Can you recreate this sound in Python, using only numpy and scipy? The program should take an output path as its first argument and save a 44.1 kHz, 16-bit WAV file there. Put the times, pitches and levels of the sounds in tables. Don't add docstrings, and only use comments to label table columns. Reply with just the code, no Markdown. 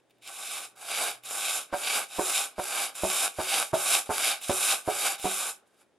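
import sys
import numpy as np
from scipy import signal
from scipy.fft import rfft, irfft, next_fast_len
from scipy.io import wavfile
from scipy.ndimage import uniform_filter1d, map_coordinates

SR = 44100
rng = np.random.default_rng(int(sys.argv[2]) if len(sys.argv) > 2 else 0)


def store_wav(level_fs):
    pcm = np.round(np.clip(np.atleast_2d(level_fs), -1, 1) * 32767)
    wavfile.write(sys.argv[1], SR, pcm.T.astype(np.int16))


def boost_factor(decibels):
    exponent = np.asarray(decibels, float) / 20
    return 10 ** exponent


N = 263936

# f/Hz, density/dB per Hz
AIR_SPECTRUM = [(12, -42), (20, -18.5), (421, 9.5), (1270, -6), (1830, -6), (2770, -12), (3650, -10.5),
                (4310, -17), (9900, -17.5), (13400, -41.5), (15000, -25)]
# t/s, level/dB
MOTOR_LEVEL = [(0, -86), (1.4, -78), (1.6, -90), (6, -97)]
# f/Hz, likeness/1
AIR_LIKENESS = [(30, .3), (120, 0.44), (1000, 0.92), (4000, .6), (12000, .2)]
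# f/Hz, t60/s
SHOP_DECAY = [(200, .35), (2000, 0.27), (10000, 0.13)]
# t/s, peak level/dB, wood level/dB
CATCHES = [(0.0977, -50, -17), (0.1077, -43.5, -22), (0.1845, -54, -11), (0.2269, -43, -23),
           (0.274, -28, -15), (0.7617, -42.5, -14), (1.2363, -28.5, -18), (2.9522, -30, -13),
           (3.9425, -26.5, -24.5), (4.4154, -24, -24), (5.1976, -21, -10.5)]
# t/s, peak level/dB, brightness/dB, chatter/s
WEDGE_KNOCKS = [
    (1.727, -17.5, 12, 0.016),
    (2.186, -15, 0, 0.015),
    (2.582, -19.5, 6, 0.017),
    (3.035, -14, -22, 0.015),
    (3.386, -18.5, -6, 0.015),
    (3.732, -13, -19, 0.016),
    (4.093, -17.5, -0.5, 0.016),
    (4.495, -13, -2, 0.016),
    (4.877, -14.5, 2, 0.015),
    (5.243, -16, -16.5, 0.014),
]
# f/Hz, level/dB, t60/s
FRAME_MODES = [(196.6, -24.5, 0.26), (373, -9, 0.24), (423.3, -3, 0.2), (538, -7.5, 0.069), (582, 3, 0.14),
               (647, 5, 0.093), (736.5, 4, 0.13), (802, -8.5, 0.16), (889, -1, 0.14), (934, 0, 0.084),
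               (1000, -14, .07), (1180, -28, .06), (1370, -21.5, .05), (1560, -29, .05), (2260, -28, .04)]
# t/s, edge hiss level/dB, blade ring over hiss/dB, stone rumble over hiss/dB
STROKE_CURVES = [
    [(0.0, -79, 9, 1), (0.012, -90, 1, -1), (0.086, -96, -2, -2), (0.112, -74.5, 10, -11),
     (0.124, -87, 4, -1), (0.21, -87, 6, -2)],
    [(0.21, -82, 6, -9), (0.226, -62.5, 1, -10), (0.282, -45, 0.5, -10), (0.304, -49.5, -7, 0.5),
     (0.312, -46.5, -4, -7), (0.524, -37.5, -4, -11.5), (0.646, -43, -2.5, -3.5), (0.694, -57.5, -8, -12),
     (0.75, -77, 2, 9)],
    [(0.75, -82, 1, 9), (0.76, -60.5, -4, -1), (0.814, -48.5, -4.5, -4.5), (0.952, -34.5, 1.5, -6.5),
     (1.036, -30, -5, -5), (1.112, -39, -2.5, -3.5), (1.156, -52.5, -2, -4), (1.22, -75, -3, 6)],
    [(1.22, -77, 1, 6), (1.25, -45, -3, -12), (1.316, -36, -8, -5.5), (1.476, -32.5, -2.5, -12.5),
     (1.574, -32, -6.5, -8), (1.616, -40.5, -3, -7.5), (1.678, -60.5, -5, -9), (1.71, -68, 5, 11)],
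    [(1.71, -72.5, 8, 3), (1.738, -46.5, -1, 12.5), (1.774, -40, -7.5, -6.5), (1.882, -34, 2, -5.5),
     (1.978, -29.5, -5, -4.5), (2.038, -41.5, -3, -4), (2.08, -59.5, -1, -7)],
    [(2.08, -55.5, -6, -7), (2.12, -46.5, -2, -7.5), (2.204, -36, -6, -5), (2.25, -31, -7.5, -9.5),
     (2.392, -28.5, -3, -9), (2.462, -39, -5.5, -5), (2.504, -53.5, -6, -9), (2.55, -68, 2, 5)],
    [(2.55, -74, 6, 1), (2.596, -42.5, -4, 3), (2.62, -40.5, -4, -7), (2.784, -32.5, -3.5, -6),
     (2.856, -33, -3, -6), (2.926, -57, -4, 2), (2.94, -60, -2, 2)],
    [(2.94, -59.5, -2, -12), (2.954, -42, -6, -10), (3.002, -41.5, -3, -7), (3.048, -33, -7, -8),
     (3.2, -28.5, -5, -12), (3.256, -28.5, -7, -6.5), (3.33, -53.5, -3, -7.5), (3.35, -49, -8, -5)],
    [(3.35, -54, -3, -13), (3.406, -38.5, -4.5, 5), (3.422, -38.5, -5.5, -8), (3.546, -28.5, -1, -8),
     (3.614, -31, -4, -2.5), (3.706, -51, -7, -12), (3.72, -53.5, 1, -4.5)],
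    [(3.72, -67, -6.5, 12.5), (3.744, -36.5, -2.5, 0), (3.828, -31.5, -8.5, -11.5), (3.942, -24, -1, -9.5),
     (3.99, -29.5, -5.5, -8), (4.05, -51.5, -10, -11), (4.07, -46, -4, -2.5)],
    [(4.07, -51, -4, 3), (4.088, -54, -2, -8), (4.106, -38.5, -9, 8), (4.14, -35, -3, -6.5),
     (4.288, -27, -3.5, -9), (4.34, -37.5, 1, -4.5), (4.4, -55.5, -0.5, -3)],
    [(4.4, -55, -7, -6), (4.442, -37.5, -2.5, -14), (4.464, -39, -9.5, -13), (4.508, -36.5, -0.5, -3),
     (4.538, -32, -9.5, -8.5), (4.714, -25.5, -3, -10), (4.734, -27, -4, -6.5), (4.84, -54, -9, -10)],
    [(4.84, -55.5, -5.5, -8), (4.894, -37.5, -7, 3), (4.942, -35.5, -5.5, -10.5), (5.066, -28.5, -3, -4.5),
     (5.13, -36, -4, -6.5), (5.156, -44, 0, -1), (5.18, -59, -3, -3)],
    [(5.18, -50, -0.5, 0), (5.208, -43.5, -7.5, -14), (5.264, -34.5, -2, -6.5), (5.352, -32.5, -8, -12.5),
     (5.43, -33, -4, -8.5), (5.496, -35, -9, -7), (5.572, -59, -11, -11.5), (5.64, -88, 4, 14)],
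    [(5.64, -89, 6.5, 17), (5.678, -71.5, -7, -5), (5.698, -81, 0, 9), (5.772, -74.5, 0, -5),
     (5.816, -63.5, -7, 1.5), (5.856, -86, 0, 1), (5.98, -98, -3.5, 0)],
]
# f/Hz, width/Hz, level/dB
PUSH_MODES = [(794, 25, -6.5), (1136, 84, -4.5), (1520, 39, -1.5), (2550, 100, -3.5), (3770, 240, 2),
              (5110, 98, 0.5), (5420, 37, 1.5), (7194, 130, 4), (8200, 110, -1.5), (9060, 100, -5.5),
              (9260, 150, -4.5), (9730, 170, -9.5), (10500, 46, -13.5), (11070, 61, -1)]
# f/Hz, width/Hz, level/dB
PULL_MODES = [(822, 35, -2.5), (1584, 96, -1.5), (2250, 140, -3.5), (2840, 170, -14), (3743, 91, 4.5),
              (4730, 220, 1), (5090, 120, -2.5), (6400, 56, -14), (7060, 33, 6.5), (7760, 81, -0.5),
              (8850, 98, 0.5), (9810, 200, -5.5), (10970, 300, -8), (11300, 84, -3)]
# f/Hz, density/dB per Hz
SCRAPE_SPECTRUM = [(59, -62), (100, -31), (518, -8.5), (774, 0), (976, -10.5), (1130, -3.5), (1550, -4),
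                   (1840, -14.5), (2320, -0.5), (3850, -6.5), (4270, -9), (7090, -5), (10800, 0),
                   (14200, -16.5), (15500, -69)]
# f/Hz, likeness/1
SCRAPE_LIKENESS = [(100, 0.63), (1000, 0.99), (2500, 1), (4500, 1), (7000, 0.74), (10000, 0.49),
                   (14000, .3)]
# f/Hz, left minus right level/dB
PORT_LEAN = [(60, -3), (110, 0.5), (200, -2), (380, -4.5), (700, -2.5), (1290, -0.5), (2380, -0.5),
             (4400, -0.5), (8120, -1.5), (15000, -1)]


def unit(x):
    return x / np.sqrt(np.mean(x ** 2) + 1e-20)


def along(points, f_hz):
    f, v = np.transpose(points)
    return np.interp(np.log(f_hz + 1), np.log(f + 1), v)


def curves(rows):
    t_s, *columns = np.transpose(rows)
    return [np.interp(np.arange(N) / SR, t_s, column) for column in columns]


def wobble(rate_hz):
    knots = rng.standard_normal(int(N * rate_hz / SR) + 4)
    return map_coordinates(knots, [np.arange(N) * rate_hz / SR])


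def filtered(x, response):
    m = next_fast_len(N + SR // 2)
    f_hz = np.fft.rfftfreq(m, 1 / SR)
    return irfft(rfft(x, m) * response(f_hz), m)[..., :N]


def ports(pair, likeness):
    def mid_side(f):
        angle = np.arccos(np.clip(along(likeness, f), -1, 1)) / 2
        return np.array([np.cos(angle), np.sin(angle)])

    mid, side = filtered(pair, mid_side)
    return np.array([mid + side, mid - side])


def motor():
    level_db = curves(MOTOR_LEVEL)[0] + 5.0 + 1.5 * wobble(7.6)
    f_hz = 122 + 1.3 * wobble(3.1)
    return boost_factor(level_db) * np.sin(2 * np.pi * np.cumsum(f_hz) / SR)


def hum():
    air = unit(filtered(rng.standard_normal((2, N)), lambda f: boost_factor(along(AIR_SPECTRUM, f))))
    level_db = -68.5 + 0.8 * wobble(2.5)
    return boost_factor(level_db) * ports(air, AIR_LIKENESS) + motor()


def shop(x):
    delay_samples = 250
    f_hz, t_s, z = signal.stft(rng.standard_normal((2, SR // 2)), SR, nperseg=256)
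    decay = boost_factor(-60 * t_s / along(SHOP_DECAY, f_hz)[:, None])
    tail = signal.istft(z * decay, SR, nperseg=256)[1]
    tail = tail / np.linalg.norm(tail[0])
    delayed = np.pad(x, (delay_samples, 0))[None]
    return signal.fftconvolve(delayed, tail, axes=1)[:, :N]


def ticks():
    out = np.zeros(N + SR)
    t = np.arange(SR // 20) / SR
    for start_s, level_db, wood_db in CATCHES:
        crack = boost_factor(-60 * t / 0.012) * rng.standard_normal(len(t))
        crack = np.diff(crack, prepend=0)
        modes = sum(np.sin(2 * np.pi * f_hz * t) for f_hz in (2650, 2950, 3600))
        steel = boost_factor(-60 * t / 0.03) * modes
        wood = boost_factor(wood_db - 60 * t / 0.08) * np.sin(2 * np.pi * 800 * t)
        tick = 0.6 * crack + 0.42 * steel + wood
        out[round(start_s * SR):][:len(t)] += boost_factor(level_db - 13) * tick
    return out[:N]


def frame_ring(t, bright_db):
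    ring = np.zeros(len(t))
    for f_hz, level_db, t60_s in FRAME_MODES:
        tilt_db = bright_db * np.log2(f_hz / 600) / 3
        mode_db = level_db + tilt_db + rng.normal(0, 2.5)
        ring += boost_factor(mode_db - 60 * t / t60_s) * np.sin(2 * np.pi * f_hz * t)
    return ring


def wedge():
    out = np.zeros(N + SR)
    t = np.arange(SR // 4) / SR
    for start_s, peak_db, bright_db, chatter_s in WEDGE_KNOCKS:
        wood = frame_ring(t, bright_db)
        when_s = np.sort(rng.random(5)) * chatter_s * 1.3
        index = (np.clip(when_s - when_s[0], 0, 0.045) * SR).astype(int)
        contacts = np.zeros(SR // 20)
        contacts[index] = [0.5, 0.8, -1, 0.9, -0.6]
        knock = signal.fftconvolve(wood, contacts)
        out[round(start_s * SR):][:len(knock)] += boost_factor(peak_db) * knock / abs(knock).max()
    return out[:N]


def grit(spread_db, flutter_db):
    sizes = boost_factor(spread_db * rng.exponential(size=N // 4 + 1).repeat(4)[:N])
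    bursts = boost_factor(flutter_db * (wobble(40) + wobble(150) + wobble(400)))
    return unit(rng.standard_normal((2, N)) * sizes * bursts)


def blade(grains, modes, lift_db):
    def response(f):
        ring = np.zeros(len(f))
        for center_hz, width_hz, level_db in modes:
            damping = (f * width_hz) ** 2
            ring += boost_factor(2 * level_db) * damping / ((center_hz ** 2 - f * f) ** 2 + damping)
        return boost_factor(along(SCRAPE_SPECTRUM, f)) * np.sqrt(1 + boost_factor(2 * lift_db) * ring)

    return unit(filtered(grains, response))


def below(f, edge_hz):
    return 1 / (1 + (f / edge_hz) ** 8)


def scrape():
    hiss_db, ring_db, rumble_db = curves(np.concatenate(STROKE_CURVES))
    starts_s = [stroke[0][0] for stroke in STROKE_CURVES]
    turns = np.searchsorted(starts_s, np.arange(N) / SR)
    pushing = uniform_filter1d(turns % 2 == 0, size=600, output=float)

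    grains = grit(spread_db=2.0, flutter_db=0.49)
    push = blade(grains, PUSH_MODES, lift_db=6)
    pull = blade(grains, PULL_MODES, lift_db=4.5)
    sound = pushing * push + (1 - pushing) * pull

    rumble = filtered(sound, lambda f: below(f, 1776))
    hiss = filtered(sound, lambda f: 1 - below(f, 5330))
    ring = sound - rumble - hiss
    ring_gain = boost_factor(ring_db + 0.8 * wobble(25))
    rumble_gain = boost_factor(rumble_db + 1.0 + 1.2 * wobble(25))
    mix = unit(hiss) + ring_gain * unit(ring) + rumble_gain * unit(rumble)
    return boost_factor(hiss_db) * ports(mix, SCRAPE_LIKENESS)


def scene():
    near = scrape() + wedge() + ticks()
    sides = np.array([[1], [-1]])
    near = filtered(near, lambda f: boost_factor(along(PORT_LEAN, f) / 2 * sides))
    return near + boost_factor(-15) * shop(near.mean(axis=0)) + hum()


def top_cut(x):
    return signal.sosfilt(signal.butter(12, 15630, fs=SR, output="sos"), x)


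def record(dry):
    return top_cut(dry)


dry = scene()
out = record(dry)
store_wav(out)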